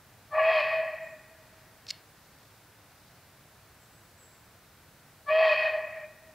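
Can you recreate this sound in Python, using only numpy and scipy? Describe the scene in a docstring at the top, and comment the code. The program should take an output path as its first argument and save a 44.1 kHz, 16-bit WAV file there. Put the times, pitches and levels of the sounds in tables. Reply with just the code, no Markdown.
"""Two hoarse barks from a deer far off in dense forest: two clashing vocal-fold tones break into a rasp.
Trunks scatter each bark and the slopes send it back. Between the barks a twig snaps nearby,
fibre by fibre, and leaves stir. A small bird gives thin high calls over still air and a low rumble."""
import sys
import numpy as np
from scipy import signal
from scipy.fft import rfft, irfft, next_fast_len
from scipy.io import wavfile
from scipy.ndimage import map_coordinates

SR = 44100
rng = np.random.default_rng(int(sys.argv[2]) if len(sys.argv) > 2 else 0)


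def digitize_waveform(pressure):
    """Quantize a signal to 16-bit integers and store it at the path in sys.argv[1].

    Rows of a 2-D input are taken as channels; values are limited to [-1, 1].
    """
    field = np.atleast_2d(pressure).T
    bounded = np.clip(field, -1, 1)
    quanta = np.round(bounded * 32767).astype(np.int16)
    wavfile.write(sys.argv[1], SR, quanta)


N = 279594


def amp(db):
    """dB to gain."""
    return 10 ** (np.asarray(db) / 20)


def unit(x):
    """x at rms 1."""
    return x / np.sqrt(np.mean(x ** 2) + 1e-20)


def along(points, hz):
    """(f/Hz, value) points interpolated on a log axis."""
    f, v = np.transpose(points)
    return np.interp(np.log(hz + 1), np.log(f + 1), v)


def wobble(t, rate_hz):
    """Smooth random curve, rate_hz knots a second."""
    at = (t - t[0]) * rate_hz
    return map_coordinates(rng.standard_normal(int(at[-1]) + 4), [at])


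def filtered(x, response):
    """x through a zero-phase gain response(f/Hz)."""
    n = x.shape[-1]
    m = next_fast_len(n + SR // 4)
    return irfft(rfft(x, m) * response(np.fft.rfftfreq(m, 1 / SR)), m)[..., :n]


def lowpass(x, cutoff_hz):
    """24 dB/octave roll-off."""
    return filtered(x, lambda hz: 1 / (1 + (hz / cutoff_hz) ** 4))


def coloured(x, spectrum):
    """x shaped by (f/Hz, level/dB) points, at rms 1."""
    return unit(filtered(x, lambda hz: amp(along(spectrum, hz))))


def resonate(x, modes):
    """x through steep-sided resonances, at rms 1."""
    def power(f):
        return sum(amp(db) ** 2 / (1 + (2 * (f - hz) / width) ** 2) ** 2 for hz, width, db in modes)
    return unit(filtered(x, lambda f: np.sqrt(power(f))))


def add(track, start_s, x):
    """Mix x into track at start_s."""
    i = round(start_s * SR)
    track[..., i:i + x.shape[-1]] += x[..., :N - i]


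def stereo_noise(n, correlation):
    """Two white noises with given (f/Hz, L-R correlation) points."""
    def weights(hz):
        angle = np.arccos(np.clip(along(correlation, hz), -1, 1)) / 2
        return np.array([np.cos(angle), np.sin(angle)])
    mid, side = filtered(rng.standard_normal((2, n)), weights)
    return np.array([mid + side, mid - side])


AMBIENT_CORRELATION = [(60, 0.93), (130, 1), (290, 0.97), (640, 0.97), (1410, 0.97), (3100, 0.77),
                       (6820, 0.28), (15000, 0.056)]  # stereo likeness: f/Hz, L-R correlation
RUMBLE_SPECTRUM = [(15, -41), (25, -15.5), (103, 0), (149, -2.5), (227, -10), (300, -12.5), (390, -36),
                   (660, -120)]  # distant rumble: f/Hz, relative density/dB
AIR_SPECTRUM = [(180, -28.5), (300, -2), (526, -1.5), (620, 0), (1140, -2.5), (1540, -1.5), (3180, -10),
                (4000, -9), (6790, -12.5), (7750, -12), (8420, -12.5), (9600, -13), (15500, -11.5)]  # still air: f/Hz, relative density/dB
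BREEZE_TREND = [(1.5, -60), (2.64, -60), (5.2, -61)]  # canopy contour before scaling: t/s, level/dB
def air(rumble_db=-62.5, hiss_db=-58, breeze_depth=.52):
    """Distant rumble and faint hiss; the breeze in the far canopy eases slightly."""
    t = np.arange(N) / SR
    rumble_gain = amp(rumble_db + .4 * wobble(t, 5.8))
    rumble = rumble_gain * coloured(stereo_noise(N, AMBIENT_CORRELATION), RUMBLE_SPECTRUM)
    hiss = amp(hiss_db) * coloured(stereo_noise(N, AMBIENT_CORRELATION), AIR_SPECTRUM)
    trend_db = np.interp(t, *np.transpose(BREEZE_TREND))
    canopy_gain = amp(breeze_depth * (trend_db - np.median(trend_db)))
    return rumble + hiss + lowpass(hiss, 2800) * (canopy_gain - 1)


LEAF_SWELLS = [(1.3, .65, -72), (1.9, .85, -70), (2.8, .65, -71)]  # rustles: t/s, length/s, level/dB
LEAF_BAND = [(4600, 3800, 0)]  # rustle band: f/Hz, width/Hz, level/dB
def leaves():
    """Nearby leaves stir in faint, grainy swells."""
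    out = np.zeros((2, N))
    for start_s, length_s, db in LEAF_SWELLS:
        t = np.arange(0, length_s, 1 / SR)
        grains = stereo_noise(len(t), AMBIENT_CORRELATION) * amp(3.8 * wobble(t, 150))
        add(out, start_s, amp(db) * np.sin(np.pi * t / length_s) * resonate(grains, LEAF_BAND))
    return out


def undergrowth(x, t60_s, wet_db, build_s=.029):
    """Short diffuse reflection from nearby plants; wet only."""
    t = np.arange(SR) / SR
    tail = stereo_noise(SR, [(2000, .9), (8000, .93)])
    tail *= amp(-60 * t / t60_s) * (1 - np.exp(-t / build_s))
    return amp(wet_db) * signal.fftconvolve(x[None], tail / np.linalg.norm(tail[0]), axes=1)[:, :N]


BIRD_CALLS = [(0.398, 0.076, 7600, 7550, -68), (1.022, .045, 7460, 7400, -65),
              (1.08, .045, 7520, 7360, -70), (3.795, .07, 7560, 7600, -66), (3.917, .1, 8000, 7800, -67),
              (4.173, .11, 7930, 7490, -58.5), (4.215, 0.11, 7970, 8000, -72)]  # whistles: t/s, length/s, start f/Hz, end f/Hz, level/dB
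def bird():
    """Thin wavering whistles, smeared by foliage."""
    out = np.zeros(N)
    for start_s, length_s, start_hz, end_hz, db in BIRD_CALLS:
        t = np.arange(0, length_s, 1 / SR)
        hz = np.linspace(start_hz, end_hz, len(t)) * (1 + .02 * wobble(t, 400))
        whistle = np.sin(2 * np.pi * np.cumsum(hz) / SR)
        add(out, start_s, amp(db) * np.sin(np.pi * t / length_s) * whistle)
    return out + undergrowth(out, t60_s=.73, wet_db=-2)


TEAR_SPAN = (1.876, 0.042, -42.5)  # one crackle: t/s, length/s, level/dB
SPLINTER_BAND = [(4800, 1600, 0)]  # crackle band: f/Hz, width/Hz, level/dB
def tearing():
    """Fine crackle of splinters as the twig bends through."""
    out = np.zeros(N)
    start_s, length_s, db = TEAR_SPAN
    t = np.arange(0, length_s, 1 / SR)
    grains = rng.standard_normal(len(t)) * amp(4 * wobble(t, 900))
    add(out, start_s, amp(db) * np.sin(np.pi * t / length_s) * resonate(grains, SPLINTER_BAND))
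    return out


TWIG_CRACKS = [(1.8668, -41, 2), (1.8848, -36, 3), (1.8925, -30, 2), (1.9051, -16, 4)]  # cracks: t/s, first impulse level/dB, fibre count
WOOD_SPECTRUM = [(1000, -35), (2300, -8), (3600, -8), (4450, 1), (5200, -2), (6300, -12), (7600, -12),
                 (8800, -28), (15000, -34)]  # wood colour: f/Hz, relative level/dB
def twig(fibre_gap_s=.0015, weaken_db=1, splinters=14, splinter_db=-41, spread_s=.0014):
    """Each crack is a quick run of breaking fibres; stronger fibres shed larger splinters."""
    clicks = np.zeros(N)
    median_db = np.median([db for _, db, _ in TWIG_CRACKS])
    for start_s, db, fibres in TWIG_CRACKS:
        for k in range(fibres):
            fibre_s = start_s + fibre_gap_s * (k + rng.uniform(-.18, .25))
            clicks[round(fibre_s * SR)] += amp(db - weaken_db * k)
            lag, size = rng.standard_normal((2, splinters))
            at = np.round((fibre_s + spread_s * abs(lag)) * SR).astype(int)
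            clicks[at] += size * amp(splinter_db + (db - median_db) / 2)
    wood = lambda hz: amp(along(WOOD_SPECTRUM, hz))
    snap = filtered(clicks, lambda hz: wood(hz) / np.mean(wood(hz))) + tearing()
    return snap + lowpass(undergrowth(snap, t60_s=.24, wet_db=-12), 4500)


TRUNK_CORRELATION = [(700, .999), (1150, .91), (1900, .98), (4000, .975)]  # scatter likeness: f/Hz, L-R correlation
TRUNK_SPECTRUM = [(630, -8), (1100, -5), (1900, 5.5), (2500, 3), (3200, 2), (4500, 2.5)]  # scatter colour: f/Hz, level/dB
FOLIAGE_LOSS = [(630, -5.5), (1150, 6), (1900, -3), (2500, 5.5), (3200, 30.5), (4500, 30)]  # added decay: f/Hz, loss/(dB/s)
def trunk_scatter(t, early_t60_s=1, late_t60_s=4.5, far_s=.49, far_spread_s=.053, build_s=.069):
    """Impulse response of the trunks: dense early cluster, far cluster, long uneven tail."""
    envelope = amp(8 - 60 * t / early_t60_s) + amp(-30 - 60 * t / late_t60_s)
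    envelope += amp(-19.5) * np.exp(-((t - far_s) / far_spread_s) ** 2)
    envelope *= (1 - np.exp(-t / build_s)) * amp(2.5 * wobble(t, 25))
    scatter = stereo_noise(len(t), TRUNK_CORRELATION) * envelope / np.linalg.norm(envelope)
    hz, delay_s, frames = signal.stft(scatter, SR, nperseg=256)
    colour = amp(along(TRUNK_SPECTRUM, hz)[:, None] - along(FOLIAGE_LOSS, hz)[:, None] * delay_s)
    return signal.istft(frames * colour, SR, nperseg=256)[1][:, :len(t)]


SLOPE_ECHOES = [(.245, -10.5), (.335, -13), (.475, -22.5), (.585, -30.5), (.83, -38.5)]  # reflections: delay/s, level/dB
def forest(x, echo_cutoff_hz=1100):
    """Direct sound, trunk scatter and dull echoes from the slopes."""
    t = np.arange(3 * SR // 2) / SR
    echoes = np.zeros(len(t))
    for delay_s, db in SLOPE_ECHOES:
        echoes[round(delay_s * SR)] = amp(db)
    paths = trunk_scatter(t) + lowpass(echoes, echo_cutoff_hz)
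    paths[:, 0] += 1  # direct path
    return signal.fftconvolve(x[None], paths, axes=1)


def jittered_phase(t, hz, jitter, rate_hz):
    """Phase/rad of a vibration with random relative pitch jitter."""
    return 2 * np.pi * np.cumsum(hz * (1 + jitter * wobble(t, rate_hz))) / SR


def harmonics(partials, phase):
    """(multiple, level/dB) partials on one phase, at rms 1."""
    return unit(sum(amp(db) * np.sin(k * phase) for k, db in partials))


def bursts(peaks, t, rise_db_per_s, fall_db_per_s):
    """Gain peaking at each (t/s, level/dB) row."""
    return sum(amp(db + np.minimum(rise_db_per_s * (t - s), fall_db_per_s * (s - t))) for s, db in peaks)


def mouth(voice, opening_s, closed_hz=1950):
    """The opening mouth lets out treble: the cutoff grows by a factor e per opening_s."""
    hz, frame_s, frames = signal.stft(voice, SR, nperseg=256)
    cutoff_hz = closed_hz * np.exp(frame_s / opening_s)
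    frames = frames / (1 + (hz[:, None] / cutoff_hz) ** 12)
    return signal.istft(frames, SR, nperseg=256)[1][:len(voice)]


CROAK_SLIPS = [(.388, -29.5), (.495, -31), (5.403, -32), (5.455, -33)]  # fold slips: scene t/s, level/dB
CROAK_MODES = [(688, 128, -2.5), (835, 42, -4.5), (1112, 91, -2)]  # low resonances: f/Hz, width/Hz, level/dB
def croak(scene_t, airflow, rough, swell, steady_db=-36.5):
    """Chaotic folds ring low resonances, louder at each slip."""
    slips = bursts(CROAK_SLIPS, scene_t, rise_db_per_s=698.5, fall_db_per_s=450.5)
    return (swell * amp(steady_db) * np.sqrt(rough) + slips) * resonate(airflow, CROAK_MODES)


YELP_FLARES = [(.341, -30), (.397, -24), (5.292, -28)]  # second fold's flares: scene t/s, level/dB
YELP_PARTIALS = [(1, -16), (2, 0.5), (3, -6), (4, -9), (5, -8.5)]  # its harmonics: multiple, level/dB
def yelp(scene_t, phase, rough, swell, steady_db=-42.5):
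    """The second, lower fold: a shaky tone with brief flares."""
    tone = unit(harmonics(YELP_PARTIALS, phase) * amp(4.3 * rough * wobble(scene_t, 120)))
    flares = bursts(YELP_FLARES, scene_t, rise_db_per_s=853, fall_db_per_s=449)
    return (swell * amp(steady_db) + flares) * tone


FOLD_PARTIALS = [(2, -13.5), (3, -3), (4, -1), (5, -9.5), (6, -34), (7, -17.5)]  # main fold's overtones: multiple, level/dB
def main_fold(t, phase, flutter, rough):
    """Clear fundamental and buzzing overtones; flutter puts sidebands on both."""
    tone = np.sqrt(2) * np.sin(phase) * (1 + amp(-22) * flutter)
    tone *= amp(2.5 * rough * wobble(t, 30))
    shaken_phase = phase + .36 * rough * wobble(t, 200)
    buzz = unit(harmonics(FOLD_PARTIALS, shaken_phase) * (1 + .32 * flutter))
    return tone, buzz


THROAT_MODES = [(1033, 300, 3), (1240, 650, -25.5), (1820, 1300, -7.5), (1854, 116, 3), (2135, 270, -7.5),
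                (2300, 220, -25), (2475, 82, 11), (2930, 120, -8), (2830, 150, -18)]  # throat resonances: f/Hz, width/Hz, level/dB
MOUTH_HISS = [(2600, -34), (3200, 8), (3600, -1), (4050, 2.5), (4450, 5.5), (4800, -4), (5100, -4),
              (5600, -19.5), (7500, -28.5)]  # breath: f/Hz, relative density/dB
def bark(start_s, length_s, top_hz, tone_db, opening_s, broken_s, rough_before, rough_after,
         swing_hz=46.97, flutter_hz=183, yelp_hz=578, rasp_db=-32.5, hiss_db=-45,
         attack_s=.031, main_lag_s=.018, break_s=.046, release_s=.01):
    """Two folds at clashing pitches, shaken by a slower flutter, break into a rasp."""
    t = np.arange(0, length_s + release_s, 1 / SR)
    # effort crests, then gives out; pitch and clear tone follow
    crest_s = .6 * length_s
    climb = 1 - .894 * (1 - t / crest_s) ** 2
    fall = 1 - ((t - crest_s) / (length_s - crest_s)) ** 2
    effort = np.where(t < crest_s, climb, fall)
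    pitch_hz = top_hz - swing_hz * (1 - effort)
    rough = np.interp(t, [broken_s - break_s, broken_s], [rough_before, rough_after])
    swell = amp(-23 * np.maximum(1 - t / attack_s, 0))
    main_swell = amp(-23 * np.maximum(1 - (t - main_lag_s) / attack_s, 0))

    phase = jittered_phase(t, pitch_hz, .011 * rough, 100)
    flutter = np.cos(jittered_phase(t, flutter_hz * pitch_hz / np.mean(pitch_hz), .05 * rough, 90))
    yelp_phase = jittered_phase(t, yelp_hz * (1 - .096 * t), .045 * rough, 120)
    tone, buzz = main_fold(t, phase, flutter, rough)
    tone *= amp(tone_db - 9.5 * (1 - effort))
    voice = yelp(start_s + t, yelp_phase, rough, swell)

    def puffs():
        """Turbulent air escaping once a cycle."""
        return rng.standard_normal(len(t)) * (1 + .36 * np.cos(phase)) * (1 + .5 * flutter)
    rasp = np.sqrt(1 - rough) * buzz + np.sqrt(rough) * resonate(puffs(), THROAT_MODES)
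    voice += main_swell * (tone + amp(rasp_db + 1.5 * t / length_s) * rasp)
    voice += croak(start_s + t, puffs(), rough, swell)

    closure = np.maximum(1 - t / (.74 * length_s), 0) * opening_s / length_s
    hiss = swell * amp(hiss_db - 24.5 * closure) * coloured(puffs(), MOUTH_HISS)
    gate = np.clip(np.minimum(t, t[-1] - t) / release_s, 0, 1)
    voice = gate * (mouth(voice, opening_s) + hiss)
    return filtered(voice, lambda hz: 1 - 1 / (1 + (hz / 400) ** 8))  # a small muzzle radiates no bass


# barks: t/s, length/s, top f/Hz, level/dB, clear tone level/dB, mouth time constant/s,
# end of break after onset/s, roughness before/0-1, roughness after/0-1
DEER_BARKS = [ (.301, .314, 646.2, -1.37, -22, 0.29, 0.081, 0.39, 0.47),
              (5.258, .282, 641, 0.07, -20.5, .14, 0.143, 0.1, .41), ]
DEER_BALANCE = [(750, 0), (1150, 3.3), (1900, .5), (2450, 1.2), (3500, 0)]  # stereo balance: f/Hz, left minus right/dB
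def deer():
    """Both barks through the forest, slightly left of centre."""
    out = np.zeros((2, N))
    for start_s, length_s, top_hz, db, *voicing in DEER_BARKS:
        add(out, start_s, amp(db) * forest(bark(start_s, length_s, top_hz, *voicing)))
    return filtered(out, lambda hz: amp(np.outer([.5, -.5], along(DEER_BALANCE, hz))))


def scene():
    """Everything heard from the forest edge."""
    return deer() + twig() + bird() + leaves() + air()


def record(dry, limit_hz=15700):
    """Brick-wall band limit."""
    return filtered(dry, lambda hz: hz < limit_hz)


dry = scene()
out = record(dry)
digitize_waveform(out)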